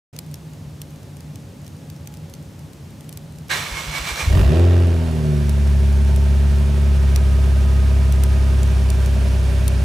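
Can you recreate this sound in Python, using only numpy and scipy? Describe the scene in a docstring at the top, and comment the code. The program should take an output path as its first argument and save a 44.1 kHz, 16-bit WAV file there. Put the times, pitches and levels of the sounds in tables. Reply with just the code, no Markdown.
"""Outdoors in falling snow, just behind the twin tailpipes of a cold six-cylinder car.
The starter clashes in and grinds through five compressions; the engine catches, flares and sinks to a
fast idle. Its firings boom through the silencer, bark in the pipe and push out rasping, hissing gas.
Icy flakes tick on the camera over a faint drone."""
import sys
import numpy as np
from scipy import signal
from scipy.fft import rfft, irfft, next_fast_len
from scipy.io import wavfile
from scipy.ndimage import map_coordinates

SR = 44100
rng = np.random.default_rng(int(sys.argv[2]) if len(sys.argv) > 2 else 0)


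def digitize_waveform(pressure):
    """Quantize a signal to 16-bit integers and store it at the path in sys.argv[1].

    Rows of a 2-D input are taken as channels; values are limited to [-1, 1].
    """
    field = np.atleast_2d(pressure).T
    bounded = np.clip(field, -1, 1)
    quanta = np.round(bounded * 32767).astype(np.int16)
    wavfile.write(sys.argv[1], SR, quanta)


N = 433944
TIME = np.arange(N) / SR
ENGAGE_S, CATCH_S = 3.51, 4.27  # pinion fully in, engine catches


# The silencer's EQ on the three lowest firing tones: (frequency [Hz], level [dB])
SILENCER_EQ = [(65, -17), (68, -13.5), (70, -13.5), (75, -26), (81, -21), (87, -13.5), (130, -32),
               (140, -27.5), (149, -19.5), (168, -31), (196, -41), (209, -31), (222, -28.5), (260, -33)]
# The lope, tones between the firing tones: (multiple of the engine cycle rate, level [dB])
LOPE_TONES = [(3, -50), (4, -53), (5, -42), (7, -44), (8, -45), (9, -30), (13, -44), (14, -45), (15, -48),
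              (19, -45), (23, -48), (24, -48)]
def boom(count, effort_share=.19, run_up_db=3, slow_lope_db=5.5, lope_below_hz=69.17):
    """Low firing tones sweep through the silencer; at low speed unequal cylinders add a lope."""
    rate, effort_db = speed(), effort()
    push_db = effort_share * (effort_db - effort_db[-1]) + run_up_db * (1 - ramp(4.52, .17))
    fundamental, *upper = (amp(along(SILENCER_EQ, k * rate) + push_db) * tone(k * count)
                           for k in (1, 2, 3))
    overtones = sum(amp(.4 * wobble(16)) * partial for partial in upper)
    lope_db = push_db + slow_lope_db * np.tanh((lope_below_hz - rate) / 2.3)
    cycles = count / len(CYLINDER_PUFFS)
    lope = sum(amp(db + 2 * wobble(6)) * tone(k * cycles + rng.random()) for k, db in LOPE_TONES)
    merged = ramp(4.405, .012)  # single firings merge into a tone
    return merged * (fundamental + overtones + amp(lope_db) * lope)


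# Each cylinder's accent, in firing order: (deep ring [dB], upper ring [dB], lateness [firings])
CYLINDER_PUFFS = [(4.5, 6, -0.0029), (-7, 0, 0.038), (-2, -9, -0.0021), (-1.5, 1, 0.033), (3, -7, -0.043),
                  (-6, -1, 0.022)]
# The exhaust pipe's deep and upper rings: (frequency [Hz], width [Hz], level [dB])
DEEP_RING = [(251, 45, -10), (358, 36, -4.5), (387, 31.7, 2.5)]
UPPER_RING = [(492, 27, -5.5), (628.5, 49, 3.5), (670, 67, -2)]
def bark(count, deep_db=.5, upper_db=-5, churn_db=-7, travel_s=.005):
    """One puff per firing rings the pipe; unequal cylinders make it chuff once every engine cycle."""
    fired = np.flatnonzero(np.diff(np.floor(count)))
    cylinders = np.array(CYLINDER_PUFFS)[np.arange(len(fired)) % len(CYLINDER_PUFFS)]
    deep_accents, upper_accents, lateness = cylinders.T
    arrivals = np.clip(fired + travel_s * SR + lateness * np.gradient(fired), 0, N - 1).astype(int)
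    low_cut = signal.butter(4, 210, "high", fs=SR, output="sos")
    ring = 0
    for accents, modes, db in (deep_accents, DEEP_RING, deep_db), (upper_accents, UPPER_RING, upper_db):
        puffs = np.zeros(N)
        puffs[arrivals] = amp(accents + 1.5 * rng.standard_normal(len(fired)))
        pipe = signal.sosfilt(low_cut, resonate(puffs, modes))
        ring += amp(db) * unit(pipe) * np.sqrt(np.mean(count > 0))
    churn_eq = [(120, -37), (240, 24), (310, -15.5), (400, 7),
                (520, -2), (660, -31), (850, -14), (2000, -42)]
    churn = colour(noise() * np.exp(-2 * (count % 1)), churn_eq)  # turbulence trails each puff
    return ramp(CATCH_S, .029) * amp(effort()) * (ring + amp(churn_db) * spread(churn))


# The pipe's EQ on the higher firing tones: (frequency [Hz], level [dB])
THROAT_EQ = [(260, -17), (310, -9.5), (345, -1), (368, 1.5), (388, 0), (425, -7.5), (520, -19.5),
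             (650, -21), (800, -18)]
def growl(count, growl_db=-1, idle_db=-10, rough_db=2):
    """Under load all cylinders blow alike, and firing tones sweep through the pipe's resonances."""
    rate = speed()
    tones = sum(amp(along(THROAT_EQ, k * rate) + rough_db * wobble(45)) * tone(k * count + rng.random())
                for k in range(4, 10))
    return ramp(4.44, .021) * amp(effort() + growl_db + idle_db * ramp(5.3, .24)) * tones


# The governed idle: (time [s], firing rate [Hz])
IDLE_RATE = [(5.8, 69.6), (6.45, 69.7), (6.75, 70.8), (7.1, 68.4), (8.3, 67.8), (9.84, 65.2)]
def speed(catch_hz=33, run_up_s=.38, flare_hz=17.4, flare_s=4.72, settle_s=.51):
    """Firings a second: the engine runs up, flares above idle and sinks back."""
    idle = curve(IDLE_RATE)
    flare = flare_hz * np.exp(-(np.maximum(TIME - flare_s, 0) / settle_s) ** 2)
    run_up = np.sin(np.pi / 2 * ramp(CATCH_S, run_up_s)) ** 1.5
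    return catch_hz + (idle + flare - catch_hz) * run_up


def firings():
    """The engine's clock: firings so far, with a slight drift in tempo."""
    return np.cumsum(speed() * (1 + .002 * wobble(14)) * (TIME > CATCH_S)) / SR


# The exhaust's fader ride from catch to idle: (time [s], level [dB])
EFFORT_RIDE = [(4.28, -37), (4.406, -23), (4.462, -34), (4.53, -23.5), (4.994, -33), (5.326, -32.5),
               (5.348, -31.5), (5.55, -38.5)]
def effort():
    """How hard the engine works, in dB."""
    return curve(EFFORT_RIDE)


# Gas colours, coarse and smooth: (frequency [Hz], relative level [dB])
RASP_EQ = [(350, -13.5), (650, 2), (950, -9.5), (1200, -6.5), (1450, -10.5), (1700, -9), (2200, -13),
           (2800, -10), (3200, -14.5), (3900, -16.5), (5000, -20), (11000, -30.5), (15500, -47)]
HISS_EQ = [(400, -7.5), (700, -3.5), (880, -6.5), (1300, -9.5), (1600, -7), (1950, -11), (2450, -9.5),
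           (4700, -16.5), (5700, -16.5), (7500, -21), (9400, -19.5), (15500, -34.5)]
def gas(count, rasp_db=-30, fade_db_per_s=10, hiss_db=-39.5, rise_db_per_s=.6):
    """Gas rasps in bursts that follow the engine's effort, then smooths into a slowly growing hiss."""
    effort_db = effort()
    running_s = np.maximum(TIME - CATCH_S, 0)
    bursts = (.46 + np.exp(-4.5 * (count % 1))) * (count > 0)
    rasp = colour(noise() * bursts, RASP_EQ) * np.sqrt(np.mean(count > 0))
    rasp *= amp(rasp_db + .16 * (effort_db - effort_db[-1]) - fade_db_per_s * running_s)
    throb = 1 + .046 * np.cos(2 * np.pi * count)
    hiss = colour(noise() * throb * amp(.53 * wobble(40)), HISS_EQ)
    hiss *= amp(hiss_db + rise_db_per_s * running_s)
    crossfade = ramp(4.53, .76)
    return ramp(CATCH_S, .069) * spread(np.sqrt(1 - crossfade) * rasp + np.sqrt(crossfade) * hiss)


def plume(idle_db=-37, surge_db=-22):
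    """The exhaust cloud rumbles, most of all as the engine catches."""
    rumble = colour(noise(), [(10, -20), (28, 3), (55, -1), (150, -2.5), (300, -10.5), (900, -41.5)])
    return (amp(idle_db) * ramp(CATCH_S, .044) + amp(surge_db) * swell(4.38, .085)) * spread(rumble)


# The first firings: (time [s], level [dB], pitch [Hz])
CATCH_THUMPS = [(4.279, -6.5, 73), (4.311, -5, 73), (4.340, -5, 77), (4.362, -5, 93), (4.385, -6, 77),
                (4.403, -7, 85.5)]
def catch():
    """The engine catches with separate, heavy thumps in the pipe."""
    return sum(gulp(s, db, hz, width_cycles=.66) for s, db, hz in CATCH_THUMPS)


# The cranking beat: (time [s], level [dB], pitch [Hz], delay until the starter races [s])
COMPRESSIONS = [(3.728, -25, 52, 0.056), (3.887, -24, 55, 0.081), (4.011, -24.5, 55, .079),
                (4.126, -23.5, 60.06, .079), (4.236, -21, 65.4, 0.053)]
def chuffs():
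    """Each compression pushes a soft chuff out of the pipe."""
    return sum(gulp(s, db, hz, width_cycles=.88) for s, db, hz, _ in COMPRESSIONS)


def gulp(s, db, hz, width_cycles):
    """A slug of gas swings the air in the pipe for about two cycles."""
    cycles = (TIME - s) * hz
    return -amp(db) * np.cos(2 * np.pi * cycles) * np.exp(-((cycles - .2) / width_cycles) ** 2)


# The colour of grinding teeth: (frequency [Hz], relative level [dB])
GRIND_EQ = [(210, -24), (350, -9), (546, -5.5), (600, -5), (1970, -7.5), (2200, -10.5), (2840, -5.5),
            (7590, -13), (15500, -23.5)]
# The starter housing's ring: (frequency [Hz], width [Hz], level [dB])
HOUSING_RING = [(1170, 200, -8.5), (1680, 55, 3), (2215, 180, -1), (3620, 170, -1), (4080, 100, -7.5),
                (5820, 400, -3.5), (7770, 33, -7)]
def starter(grind_db=-34, whine_db=-53, mesh_hz=1940, race_s=.038):
    """Pinion teeth clash and ring the housing; the motor labours on each compression, then races."""
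    race = sum(swell(s + delay, race_s) for s, _, _, delay in COMPRESSIONS)
    race *= 1 - ramp(CATCH_S - race_s, race_s)
    inrush_db = 10 * swell(ENGAGE_S, .13)  # the first hard pull
    spin_up = ramp(ENGAGE_S, 1)
    teeth = noise() * amp(1.5 * wobble(1500))
    grind = spread(amp(-2) * colour(teeth, GRIND_EQ) + amp(-2.5) * unit(resonate(teeth, HOUSING_RING)))
    grind *= amp(grind_db + 4 * spin_up + inrush_db + 5.5 * race * ramp(ENGAGE_S, .45))
    tooth_hz = mesh_hz + 520 * spin_up + 99.8 * race
    cycles = np.cumsum(tooth_hz + 20 * wobble(300)) / SR  # backlash makes the whine flutter
    whine = sine(cycles) + amp(-9) * sine(cycles / 2)
    whine *= amp(whine_db + inrush_db + 22 * race + 1.2 * wobble(120))
    engaged = ramp(ENGAGE_S - .02, .024) * (1 - ramp(CATCH_S, .1))
    return engaged * (grind + whine)


def pinion_clank(clank_db=-23, decay_s=.052):
    """The pinion scrapes into the ring gear with a short metallic clash."""
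    scrape = noise() * ramp(3.497, .015) * np.exp(-np.abs(TIME - 3.505) / decay_s)
    clank = resonate(scrape, [(1630, 160, 2), (1900, 200, 1), (2140, 157, .5), (3920, 350, -8)])
    attack = clank[:, (TIME > 3.5) & (TIME < 3.54)]
    return amp(clank_db) * spread(clank / np.sqrt(np.mean(attack ** 2)))


# Belt-driven whines: (multiple of the firing rate, level [dB], peak time [s], swell width [s])
BELT_WHINES = [(18.35, -50, 7.8, 1), (14.65, -53, 8.2, .9), (8.7, -43, 9.6, .5), (13, -51, 6.2, .5),
               (11, -47, 5.04, .06)]
def accessories(count):
    """Thin whines tied to the crankshaft swell and fade."""
    whines = sum(amp(db + .92 * wobble(11)) * swell(s, np.sqrt(2) * width) * sine(multiple * count)
                 for multiple, db, s, width in BELT_WHINES)
    return ramp(3.8, .3) * whines


def underbody(pair, wet_db=-12, decay_s=.008):
    """Weak quick reflections between the floor pan and the ground colour the treble."""
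    t = np.arange(SR // 25) / SR
    echoes = rng.standard_normal((2, len(t))) * np.exp(-t / decay_s) * (t > .001)
    low_cut = signal.butter(2, 1000, "high", fs=SR, output="sos")
    echoes = signal.sosfilt(low_cut, echoes / np.linalg.norm(echoes[0]))
    return pair + amp(wet_db) * signal.fftconvolve(pair, echoes, axes=1)[:, :N]


# The foreground flakes: (time [s], level [dB], ring [Hz])
FLAKE_TICKS = [(.1635, -30, 6300), (.1882, -21, 4900), (.1892, -23.5, 8800), (.3415, -25.5, 5640),
               (.8165, -24, 8500), (1.357, -31, 6200), (1.678, -34, 6350), (1.9, -32, 4670),
               (2.073, -27, 6050), (2.338, -29, 6300), (3.092, -28.5, 11000), (3.1265, -28, 8100),
               (3.173, -26, 7850), (5.494, -22.5, 9700), (6.161, -25, 11000), (7.160, -15.5, 5680),
               (8.123, -22, 8960), (8.236, -16.5, 9500), (8.631, -23, 7040), (8.902, -19, 9540),
               (9.06, -24.5, 8900), (9.6795, -15, 9460)]
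def snow(gain_db=2, decay_s=.0014, faint_db=-45, faint_count=90):
    """Icy flakes strike the camera: a crackle with a very short ring; many more are barely heard."""
    faint = [(when * (TIME[-1] - .1), faint_db + 10 * size, 4000 + 6000 * pitch)
             for when, size, pitch in rng.random((faint_count, 3))]
    t = np.arange(SR // 50) / SR
    envelope = (1 - np.exp(-t / .0006)) * (np.exp(-t / decay_s) + .05 * np.exp(-t / .006))
    ticks = np.zeros((2, N + SR))
    for s, db, hz in list(FLAKE_TICKS) + faint:
        crackle = .95 * (rng.standard_normal(len(t)) + rng.standard_normal((2, len(t))))  # centre + wide
        ring = .58 * np.sin(2 * np.pi * hz * t)
        at = round(s * SR)
        ticks[:, at:at + len(t)] += amp(db + gain_db) * envelope * (crackle + ring)
    return signal.sosfilt(signal.butter(2, [2400, 14000], "band", fs=SR, output="sos"), ticks[:, :N])


# The outdoor bed: (frequency [Hz], relative level [dB])
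DRONE_EQ = [(24, -30), (34, -19), (48, -34), (62, -10), (85, -3.5), (105, -4), (125, -8), (270, -13),
            (350, -20), (560, -23), (800, -28), (1400, -34), (6300, -39), (15500, -47)]
# Faint far machinery: (pitch [Hz], level [dB])
FAR_TONES = [(555, -61), (840, -68.5)]
def outdoors(drone_db=-39, hum_db=-39.5, waver_db=3.7):
    """A faint drone with a wavering low hum and two thin tones."""
    hum_band = [(150.3, 19, 0)]
    hum = unit(resonate(resonate(noise(), hum_band), hum_band))
    tones = sum(amp(db + waver_db * wobble(9)) * sine(hz * TIME + wobble(14) / (2 * np.pi))
                for hz, db in FAR_TONES)
    return spread(amp(drone_db) * colour(noise(), DRONE_EQ) + amp(hum_db) * hum) + tones


# Stereo width: (frequency [Hz], left-right likeness [0 to 1])
LIKENESS = [(60, 1), (130, 1), (290, 0.87), (640, 0.62), (1410, 0.63), (3100, 0.65), (6820, 0.9),
            (15000, 0.51)]
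def spread(pair):
    """Two unrelated signals become left and right, alike as in the open air."""
    angle = lambda hz: np.arccos(along(LIKENESS, hz)) / 2
    mid, side = filtered(pair, lambda hz: np.array([np.cos(angle(hz)), np.sin(angle(hz))]))
    return np.array([mid + side, mid - side])


# Pan: (frequency [Hz], left minus right [dB])
PORT_PAN = [(110, 0), (200, -1), (380, -.5), (700, -4.5), (1290, -5.5), (2380, -4.5), (8120, -1),
            (15000, -1.5)]
# Phase offset: (frequency [Hz], left lead [rad])
PORT_PHASE = [(70, .24), (140, -.42), (250, -.85), (600, -.3), (1500, .1), (10000, -.1)]
def ports(hz):
    """The two microphone ports differ a little in level and phase; the treble leans right."""
    left = amp(along(PORT_PAN, hz) / 2) * np.exp(.5j * along(PORT_PHASE, hz))
    return np.array([left, 1 / left])


def amp(db):
    """Decibels to gain."""
    return 10 ** (np.asarray(db) / 20)


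def unit(x):
    """Scaled to rms 1."""
    return x / np.sqrt(np.mean(x ** 2) + 1e-20)


def tone(cycles):
    """A cosine at rms 1."""
    return np.sqrt(2) * np.cos(2 * np.pi * cycles)


def sine(cycles):
    """A sine at rms 1."""
    return tone(cycles - .25)


def along(points, hz):
    """(frequency [Hz], value) points read on a log axis."""
    freqs, values = np.transpose(points)
    return np.interp(np.log(hz + 1), np.log(freqs + 1), values)


def curve(points):
    """(time [s], value) points read at every sample."""
    return np.interp(TIME, *np.transpose(points))


def ramp(start, length):
    """Rises from 0 to 1."""
    return np.clip((TIME - start) / length, 0, 1)


def swell(centre, width):
    """A bell-shaped rise to 1 and fall."""
    return np.exp(-((TIME - centre) / width) ** 2)


def wobble(rate):
    """A smooth random curve, rate knots a second."""
    return map_coordinates(rng.standard_normal(int(N * rate / SR) + 4), [TIME * rate])


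def noise():
    """Two unrelated white noises."""
    return rng.standard_normal((2, N))


def filtered(x, response):
    """x times a complex response of frequency."""
    size = next_fast_len(N + SR // 2)
    return irfft(rfft(x, size) * response(np.fft.rfftfreq(size, 1 / SR)), size)[..., :N]


def resonate(x, modes):
    """x through a body's resonances: (frequency [Hz], width [Hz], level [dB])."""
    return filtered(x, lambda f: sum((-1) ** k * amp(db) * 1j * f * bw / (hz ** 2 - f ** 2 + 1j * f * bw)
                                     for k, (hz, bw, db) in enumerate(modes)))


def colour(x, eq):
    """x through an EQ of (frequency [Hz], level [dB]) points, at rms 1."""
    return unit(filtered(x, lambda hz: amp(along(eq, hz))))


def scene(duck_db=-4.5, pull_db=3.5):
    """Starter, first firings and running engine, with snow and the open air."""
    count = firings()
    duck = amp(duck_db * ramp(4.1, .074) * (1 - ramp(5.44, .3)))  # the bark recedes as the engine races
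    pull = amp(pull_db * swell(4.565, .04))  # the hardest pull, just short of full speed
    exhaust = boom(count) + pull * (growl(count) + duck * bark(count)) + plume()
    machinery = underbody(pinion_clank() + starter() + gas(count)) + accessories(count)
    return filtered(chuffs() + catch() + exhaust + machinery, ports) + snow() + outdoors()


def record(dry, ceiling=.6, start_s=.128, top_hz=15600):
    """The camera opens after a moment of silence, rounds off the largest peaks and cuts the top end."""
    rounded = dry / (1 + (dry / ceiling) ** 6) ** (1 / 6)
    return filtered(rounded * ramp(start_s, .003), lambda hz: 1 / (1 + (hz / top_hz) ** 120))


dry = scene()
out = record(dry)
digitize_waveform(out)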